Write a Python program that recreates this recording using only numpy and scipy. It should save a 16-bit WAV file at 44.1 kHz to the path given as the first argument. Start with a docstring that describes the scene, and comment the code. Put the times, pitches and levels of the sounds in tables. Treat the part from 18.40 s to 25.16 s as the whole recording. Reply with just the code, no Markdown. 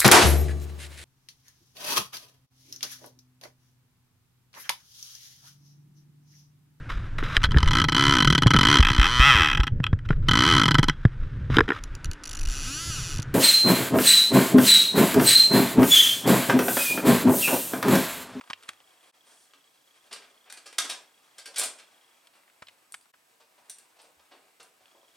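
"""Dry creaking ticks and soft thumps are heard first, close to the microphone: plastic slips and a pushed
housing. Then wire strippers and wire ends clatter on a steel panel in a bare room, as impact clusters exciting
modes. Hands and sleeves rub as dense grains; a small mechanism ticks some 30 times a second, with one rest
marked by a click as it stops and starts, as two beating modes. Shaped noise makes the room tone. The level dips
to silence and back twice."""
import sys
import numpy as np
from scipy import signal
from scipy.fft import rfft, irfft, next_fast_len
from scipy.io import wavfile
from scipy.ndimage import uniform_filter1d

SR = 44100
rng = np.random.default_rng(int(sys.argv[2]) if len(sys.argv) > 2 else 0)


def bounce(signal):
    """Save signal as a 16-bit WAV file at the path given by the first command-line argument."""
    frames = np.transpose(np.atleast_2d(signal))
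    limited = np.clip(frames, -1, 1)
    pcm = np.round(limited * 32767).astype(np.int16)
    wavfile.write(sys.argv[1], SR, pcm)


def invert_db(x):
    """Field ratio 10**(x/20) for x, a level in decibels (scalar or array-like)."""
    u = np.asarray(x, float) / 20
    return 10 ** u


N = 298116  # length in samples


def evened(x):
    """Power normalisation: scales to rms 1."""
    return x / np.sqrt(np.mean(x ** 2) + 1e-20)


def levelled(x, db):
    """Short-time level: scales so that the loudest 3 ms have this rms level."""
    return invert_db(db) * x / np.sqrt(uniform_filter1d(x ** 2, size=132).max())


def read(points, hz):
    """Logarithmic pitch scale: reads a spectrum table along log frequency."""
    f, value = np.transpose(points)
    return np.interp(np.log(hz + 1), np.log(f + 1), value)


def add(mix, s, sound):
    """Superposition: mixes a sound in at time s."""
    part = mix[max(round(s * SR), 0):][:len(sound)]
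    part += sound[:len(part)]


def colour(points, size=2048):
    """Minimum phase: the causal impulse response whose phase follows from its log gain."""
    hz = abs(np.fft.fftfreq(size, 1 / SR))
    log_gain = np.log(invert_db(read(points, hz)))
    response = np.exp(np.conj(signal.hilbert(log_gain)))
    return np.fft.ifft(response).real[:size // 2]


def ring(hz, t60, size=8000):
    """Damped free vibration: a sine dying by 60 dB in t60."""
    t = np.arange(size) / SR
    return invert_db(-60 * t / max(t60, .003)) * np.sin(2 * np.pi * hz * t)


def contact(t60, rise, spread_db, lead_db):
    """Rough contact: a leading impact among tiny uneven ones that swell for a moment and die."""
    t = np.arange(6000) / SR
    rise = max(rise, .0002)
    impacts = rng.standard_normal(len(t))
    impacts *= invert_db(spread_db * np.minimum(rng.exponential(1, len(t)), 4))
    clumps = evened(uniform_filter1d(rng.standard_normal(len(t)), size=200))
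    impacts *= invert_db(2.92 * clumps)
    impacts[round(rise * SR)] = invert_db(lead_db)  # at the crest of the swell
    swell = np.minimum(t / rise, 1)
    decay = invert_db(-60 * np.maximum(t - rise, 0) / max(t60, .001))
    return impacts * swell * decay


# Blows and scrapes of tool and wire, levels as loudest 3 ms before room and microphone:
# t/s, level/dB, bass tilt/dB, treble tilt/dB, contact t60/s
BLOWS = [(.866, -61, 7, -14, 0.065), (1.134, -53.5, -4.5, -18, 0.046), (1.711, -47, 2.5, -18, 0.082),
         (1.725, -38, -0.5, -5.5, 0.069), (1.759, -46.5, -4.5, -21, .05), (1.815, -54, -2, -28, 0.16),
         (1.909, -65.5, 12, -18, 0.088), (2.054, -59.5, 0, -43, 0.18), (2.098, -45.5, -8, -8, 0.04),
         (2.124, -39.5, -2.5, -0.5, 0.022), (2.167, -48, -4, -10, 0.11), (2.257, -46, -2, -8.5, 0.086),
         (2.325, -48, 0, -9.5, 0.049), (2.382, -22, -9.5, -6, 0.055), (2.44, -38.5, 2.7, -5.5, .13),
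         (2.493, -32, -5, -7.5, 0.092), (2.981, -45, -6, -5, 0.078), (3.055, -42, -8, -6.5, 0.064),
         (3.072, -52.5, 16, -15, 0.17), (3.137, -50, -3, -9, 0.088), (3.159, -36, -13, -7.5, 0.066),
         (3.168, -36, -4, -5, 0.13), (3.18, -25, -3, 9.5, 0.065), (3.193, -24.5, -4.5, 4, 0.067),
         (3.21, -31.5, 4.7, -4, 0.068), (3.23, -29, -10, 4, 0.1), (3.385, -52, -5, -12.5, 0.075),
         (3.929, -64, 0, -29, 0.15), (3.975, -62, 13, -19, 0.044), (4.122, -73, 4, -29, 0.034),
         (4.5219, -40.5, -26, 11.5, 0.008), (4.611, -59, -9, 6, .017), (4.999, -59, 4.5, -16, 0.1),
         (5.178, -60, 11.5, -17, 0.09), (5.296, -38, -37, 8.5, 0.042), (5.383, -49.5, -9, 6.5, 0.042),
         (5.567, -60, 11, -15, 0.038), (5.586, -56, 5, -13, .2), (5.615, -57, -23, 16, .04),
         (5.637, -59, 10, -9, 0.087), (5.792, -61.5, 4.5, -21, 0.063), (5.91, -52.5, 5.5, -28, 0.14),
         (6.196, -51, 3.5, -14, 0.09), (6.227, -55, -13, 14, .06), (6.398, -62, 3, -29, 0.22),
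         (6.543, -57.5, 19, -20, 0.17), (6.629, -58, 11, -32, 0.031)]
# Modes of tool and panel: f/Hz, relative level/dB, t60/s
STEEL_MODES = [(1635, 2.5, 0.09), (2010, -4, 0.021), (2480, -5.5, 0.27), (2794, 3.5, 0.024),
               (3200, -13, 0.12), (3730, 9, 0.024), (4080, -27, 0.015), (4680, 6, .05), (5150, 0, 0.01),
               (5970, 2, 0.048), (7960, -4, 0.054), (9260, 5.5, 0.045)]


def clatter():
    """Modal radiation: each contact radiates broadly and rings a changing share of the steel modes."""
    rise_share, longest_rise_s = .065, 0.009  # a long scrape swells more slowly than a short blow
    modes_db = -15.5  # modal energy over the direct blow
    out = np.zeros(N)
    for s, db, bass_db, treble_db, t60 in BLOWS:
        shares, detune = rng.standard_normal((2, len(STEEL_MODES)))
        modes = np.zeros(4000)
        for (hz, mode_db, mode_t60), share, off in zip(STEEL_MODES, shares, detune):
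            modes += invert_db(mode_db + 3.5 * share) * ring(hz * (1 + 0.034 * off), mode_t60, size=4000)
        modes *= invert_db(modes_db) / np.linalg.norm(modes)
        modes[0] = 1  # the blow itself
        body = colour([(130, bass_db - 19), (280, bass_db - 1.0), (600, bass_db + 5.5),
                       (1000, 0.85 * bass_db + 0.5), (1600, 0.027), (3000, 0.0045),
                       (4800, 0.34 * treble_db + 3.0), (6500, 0.49 * treble_db), (9000, treble_db)])
        rise = min(rise_share * t60, longest_rise_s)
        impacts = contact(t60, rise, spread_db=2.5, lead_db=6)
        blow = signal.fftconvolve(impacts, modes)
        add(out, s, levelled(signal.fftconvolve(blow, body), db))
    return out


# Dry ticks by the microphone, levels as loudest 3 ms before room and microphone:
# t/s, level/dB, treble tilt/dB, rise/s, ring f/Hz
DRY_TICKS = [(0.0102, -43, -29, 0.0016, 1250), (.035, -54.5, -32, 0.0042, 1140),
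             (.075, -53, -40, 0.00065, 1500), (.098, -35.5, -19.5, 0.0044, 1200),
             (.106, -42, -27, 0.0015, 1130), (0.1323, -30, -27, 0.00027, 3020), (.205, -65, -23, .003, 1390),
             (0.225, -54, -8, 0.0018, 1500), (0.232, -52.5, -6, 0.0027, 3200), (0.257, -57, -34, 0.0016, 1340),
             (0.281, -43, -9.5, 0.01, 1960), (.29, -33, -10.5, 0.0008, 1670), (.333, -53, -10, 0.00078, 2190),
             (.402, -55.5, -30, 0.0016, 774), (3.87, -56, -4, .0015, 3450), (4.035, -61, -45, .001, 1900),
             (4.078, -60, -45, .001, 1900), (4.098, -60, -45, .001, 1900), (4.221, -43.5, -23.5, 0.0036, 1310),
             (4.269, -53, -23, 0.002, 3530), (4.283, -49, -14.5, 0.002, 3050), (4.54, -38, -6.5, .0026, 1630),
             (4.656, -62.5, -31, 0.0013, 1310), (4.737, -58, -50, .003, 1400), (6.456, -59, -22, 0.0014, 3340)]


def creaks():
    """Stick-slip friction: plastic slips in a few sharp ticks, each with a very short ring; the ticks at 3.87 s
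    and 6.456 s are clicks of the mechanism as it stops and starts again."""
    slip_t60_s, t60_per_rise = 0.024, 4.2  # a slow slip also dies more slowly
    out = np.zeros(N)
    for s, db, treble_db, rise, hz in DRY_TICKS:
        body = invert_db(-23.5) * ring(hz, 0.0083)
        body[:1024] += colour([(250, -17.5), (600, 0), (hz, 9), (hz + 2200, 2.5 + 0.24 * treble_db),
                               (6000, 0.49 * treble_db), (9000, treble_db)])
        lead_db = 22 - 4000 * rise  # a sudden slip is one crack, a slow one a cluster
        slip = contact(slip_t60_s + t60_per_rise * rise, rise, spread_db=0.5, lead_db=lead_db)
        add(out, s, levelled(signal.fftconvolve(slip, body), db))
    return out


# Low pushes on the housing, level before rise, decay and high-pass:
# t/s, level/dB, f/Hz, cycles within the push's t60, lasting ring over push/dB
PUSHES = [(0.101, -29, 234, 2, -39), (0.289, -38.5, 214, 2.4, -34), (1.147, -58, 282, 43, -44),
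          (3.22, -72, 60, 5.8, -34), (4.222, -32.5, 225, 1.6, -42), (4.54, -47, 159, 3, -35),
          (5.76, -63, 75, 14, -40), (6.209, -67, 110, 12, -30), (6.41, -68, 108, 11, -30)]
# Low ring of the housing: f/Hz, t60/s
HOUSING_RING = (99, .4)


def thumps():
    """Forced then free vibration: a soft push dies away and the housing rings on after it."""
    out = np.zeros(N)
    t = np.arange(30000) / SR
    for s, db, hz, cycles, ring_db in PUSHES:
        push = ring(hz, cycles / hz, size=len(t)) * (1 - np.exp(-t * hz / (0.13 * cycles)))
        lasting = ring(*HOUSING_RING, size=len(t)) * (1 - np.exp(-t / 0.016))
        add(out, s, invert_db(db) * (push + invert_db(ring_db) * lasting))
    return signal.lfilter(*signal.butter(2, 55, "high", fs=SR), out)  # the lowest bass and any lasting offset fall away


# The mechanism rests: from t/s, to t/s (also stills the fizz in rustle)
REST = (3.835, 6.475)
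# Dull rub of hands and sleeves on wire and plastic sheet, before room and microphone: t/s, level/dB
RUB_LEVEL = [(0, -65.5), (.2, -70), (.26, -64), (.4, -69.5), (.69, -65.5), (.8, -75.5), (.9, -67),
             (1.1, -73), (1.45, -73.5), (1.7, -69), (2.0, -70.5), (3.48, -68), (3.9, -70), (4.7, -74),
             (5.1, -74.5), (5.3, -68.5), (5.68, -70.5), (6.76, -74)]
# One airy swish: start t/s, attack/s, end of hold t/s, release/s, level/dB
SWISH_SHAPE = (.84, .04, 1.04, .05, -68)
# Colour of the swish: f/Hz, gain/dB
SWISH_COLOUR = [(1500, -22), (4000, -3), (6000, -1), (7500, -3), (9000, -1), (12000, -4)]


def rustle():
    """Granular friction noise: clumped grains make a dull rub and a bright fizz; plain noise one swish."""
    fizz_db = -77  # while the mechanism runs
    t = np.arange(N) / SR
    clumps_db = 2.25 * evened(uniform_filter1d(rng.standard_normal(N), size=900))
    grains = rng.standard_normal((2, N))
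    grains *= invert_db(2.55 * np.minimum(rng.exponential(1, (2, N)), 5) + clumps_db)
    rub_colour = colour([(150, -14.0), (300, -2.5), (600, -0.5), (2500, -6.5), (6000, -18)])
    rub = evened(signal.fftconvolve(grains[0], rub_colour)[:N])
    fizz = evened(signal.fftconvolve(grains[1], colour([(2000, -1.0), (6000, -2), (9000, -13.5)]))[:N])
    airy = evened(signal.fftconvolve(rng.standard_normal(N), colour(SWISH_COLOUR))[:N])
    start, attack, end, release, swish_db = SWISH_SHAPE
    swish_gain = invert_db(swish_db) * np.interp(t, [start, start + attack, end, end + release], [0, 1, 1, 0])
    resting = uniform_filter1d(1. * (t > REST[0]) * (t < REST[1]), size=8000)
    fizz_gain = invert_db(fizz_db) * (1 - resting)
    rub_gain = invert_db(np.interp(t, *np.transpose(RUB_LEVEL)))
    return rub_gain * rub + fizz_gain * fizz + swish_gain * airy


# Two close modes that beat: f/Hz, relative level/dB, t60/s
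TICK_MODES = [(3314, 15.5, 0.022), (3200, -3, 0.055)]


def ticking():
    """Beating of close modes: each step of the mechanism gives a short ring, uneven in strength."""
    first_s, gap_s = .0092, 1.001 / 30
    peak_db, spread_db = -59.5, 2.6  # usual peak of a tick and its random spread
    out = np.zeros(N)
    for s in np.arange(first_s, N / SR, gap_s):
        size_db, detune = rng.standard_normal(2)
        modes = sum(invert_db(db) * ring(hz + 20 * detune, t60, size=1200) for hz, db, t60 in TICK_MODES)
        burst = modes * (1 - np.exp(-np.arange(1200) / SR / 0.0021))
        if not REST[0] < s < REST[1]:
            add(out, s - .002, invert_db(peak_db + spread_db * size_db) * burst / abs(burst).max())
    return out


# Left-right difference of close sound: f/Hz, gain/dB
PORT_DIFFERENCE = [(150, -10), (400, 1.5), (3000, -0.5), (9000, -6.5), (13000, -20)]


def two_ports(x, side_db):
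    """Phase quadrature: two ports hear close sound equally loud, their difference a quarter turn off."""
    size = next_fast_len(N)
    gain = invert_db(side_db + read(PORT_DIFFERENCE, np.fft.rfftfreq(size, 1 / SR)))
    side = irfft(1j * rfft(x, size) * gain, size)[:N]
    return x + np.outer([1, -1], side)


# Reverberation of the bare room: f/Hz, t60/s
ROOM_T60 = [(250, 0.51), (1000, 0.41), (3000, 0.3), (8000, 0.28), (14000, 0.17)]
# Left-right difference of the reverberation: f/Hz, gain/dB
ROOM_DIFFERENCE = [(100, -40), (1000, -9), (4000, -8.5), (8000, -7), (12000, -30)]


def room(x, wet_db):
    """Diffuse reverberation: sparse taps die by band; three tails take turns, seventeen times a second."""
    taps = np.zeros((6, SR))  # three common tails, then three that differ left to right
    at = np.arange(200, SR - 20, 20) + rng.integers(0, 20, (6, (SR - 201) // 20))
    np.put_along_axis(taps, at, rng.choice([-1., 1.], at.shape), 1)
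    hz, t, z = signal.stft(taps, SR, nperseg=256)
    z = z * invert_db(-60 * t / np.maximum(read(ROOM_T60, hz), .05)[:, None])
    z[3:] *= invert_db(read(ROOM_DIFFERENCE, hz))[:, None]
    tails = signal.istft(z, SR, nperseg=256)[1]
    turn = 2 * np.pi * (17 * np.arange(N) / SR + np.arange(3)[:, None] / 3)
    shares = np.sqrt(2 / 3) * np.cos(turn / 2)  # their squares always sum to one
    fed = np.tile(x * shares, (2, 1))
    wet = signal.fftconvolve(fed, tails / np.linalg.norm(tails[0]), axes=1)[:, :N]
    common, difference = wet[:3].sum(0), wet[3:].sum(0)
    return invert_db(wet_db) * (common + np.outer([1, -1], difference))


# Spectrum of the room tone: f/Hz, relative density level/dB
TONE_SPECTRUM = [(15, -68), (25, -41), (153, -8), (242, -10), (301, -4), (531, -28), (754, -8.5),
                 (1040, -17.5), (1290, -11.5), (1400, -15), (4140, -11.5), (5280, -10), (11000, -12.5),
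                 (13500, -11), (16000, -17.5)]
# Side over mid in the tone: f/Hz, ratio/dB
TONE_WIDTH = [(60, 3), (200, -12), (380, 4), (1000, 10.5), (2400, 4), (4400, -3), (8100, -12), (15000, -57)]
# Narrow hiss in the tone: f/Hz, distance to the 1/e gain points/Hz, level/dB
NARROW_HISS = (7880, 170, -86)


def room_tone():
    """Stationary noise: smooth wide hiss with faint drifting patches and one narrow band."""
    tone_db, patch_db = -68.5, 1.0  # rms levels of the hiss and of its drift
    frames, hz = N // 256 + 5, np.fft.rfftfreq(1024, 1 / SR)
    a, b, c, d, patches = rng.standard_normal((frames, 513, 5)).T
    patches = evened(uniform_filter1d(uniform_filter1d(patches, 12, 0), 14, 1))
    mid = a + 1j * b
    side = invert_db(read(TONE_WIDTH, hz))[:, None] * (c + 1j * d)
    z = mid + np.array([1, -1])[:, None, None] * side
    spectrum = invert_db(read(TONE_SPECTRUM, hz)[:, None] + patch_db * patches)
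    hiss = signal.istft(z * spectrum, nperseg=1024, noverlap=768)[1]
    centre, width, narrow_db = NARROW_HISS
    band = np.exp(-((hz - centre) / width) ** 2)[:, None]
    narrow = signal.istft(z * band, nperseg=1024, noverlap=768)[1]
    return (invert_db(tone_db) * evened(hiss) + invert_db(narrow_db) * evened(narrow))[:, :N]


# Microphone response to sound through the air: f/Hz, gain/dB
MIC_RESPONSE = [(60, -13.5), (250, -3.5), (700, 0), (4500, 3.5), (6500, 3), (9000, 9.5), (11000, 0),
                (15000, -16)]


def scene():
    """Direct and reverberant fields: far sources fill the room, near ones hardly; the microphone colours both."""
    tools, hands, near = clatter(), rustle(), creaks()
    air = two_ports(tools, side_db=-12.5) + two_ports(hands + near, side_db=-4.0)
    air += room(tools + hands + invert_db(-19.5) * near, wet_db=-3)
    body = thumps() + two_ports(ticking(), side_db=-6.5)
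    heard = signal.fftconvolve(air, colour(MIC_RESPONSE)[None], axes=1)[:, :N]
    return heard + body + room_tone()


def top_cut(x):
    """Nothing passes above the cut-off."""
    return signal.sosfilt(signal.butter(12, 16310, fs=SR, output="sos"), x)


# Brief dips of the level: fade starts t/s, silent t/s, back t/s
DIPS = [(0.701, 0.718, 0.752), (4.709, 4.723, 4.742)]


def record(dry):
    """Amplitude envelope: the whole sound fades out and in at each dip."""
    t = np.arange(N) / SR
    fades = np.prod([np.interp(t, dip, [1, 0, 1]) ** 1.43 for dip in DIPS], axis=0)
    return top_cut(dry * fades)


dry = scene()
out = record(dry)
bounce(out)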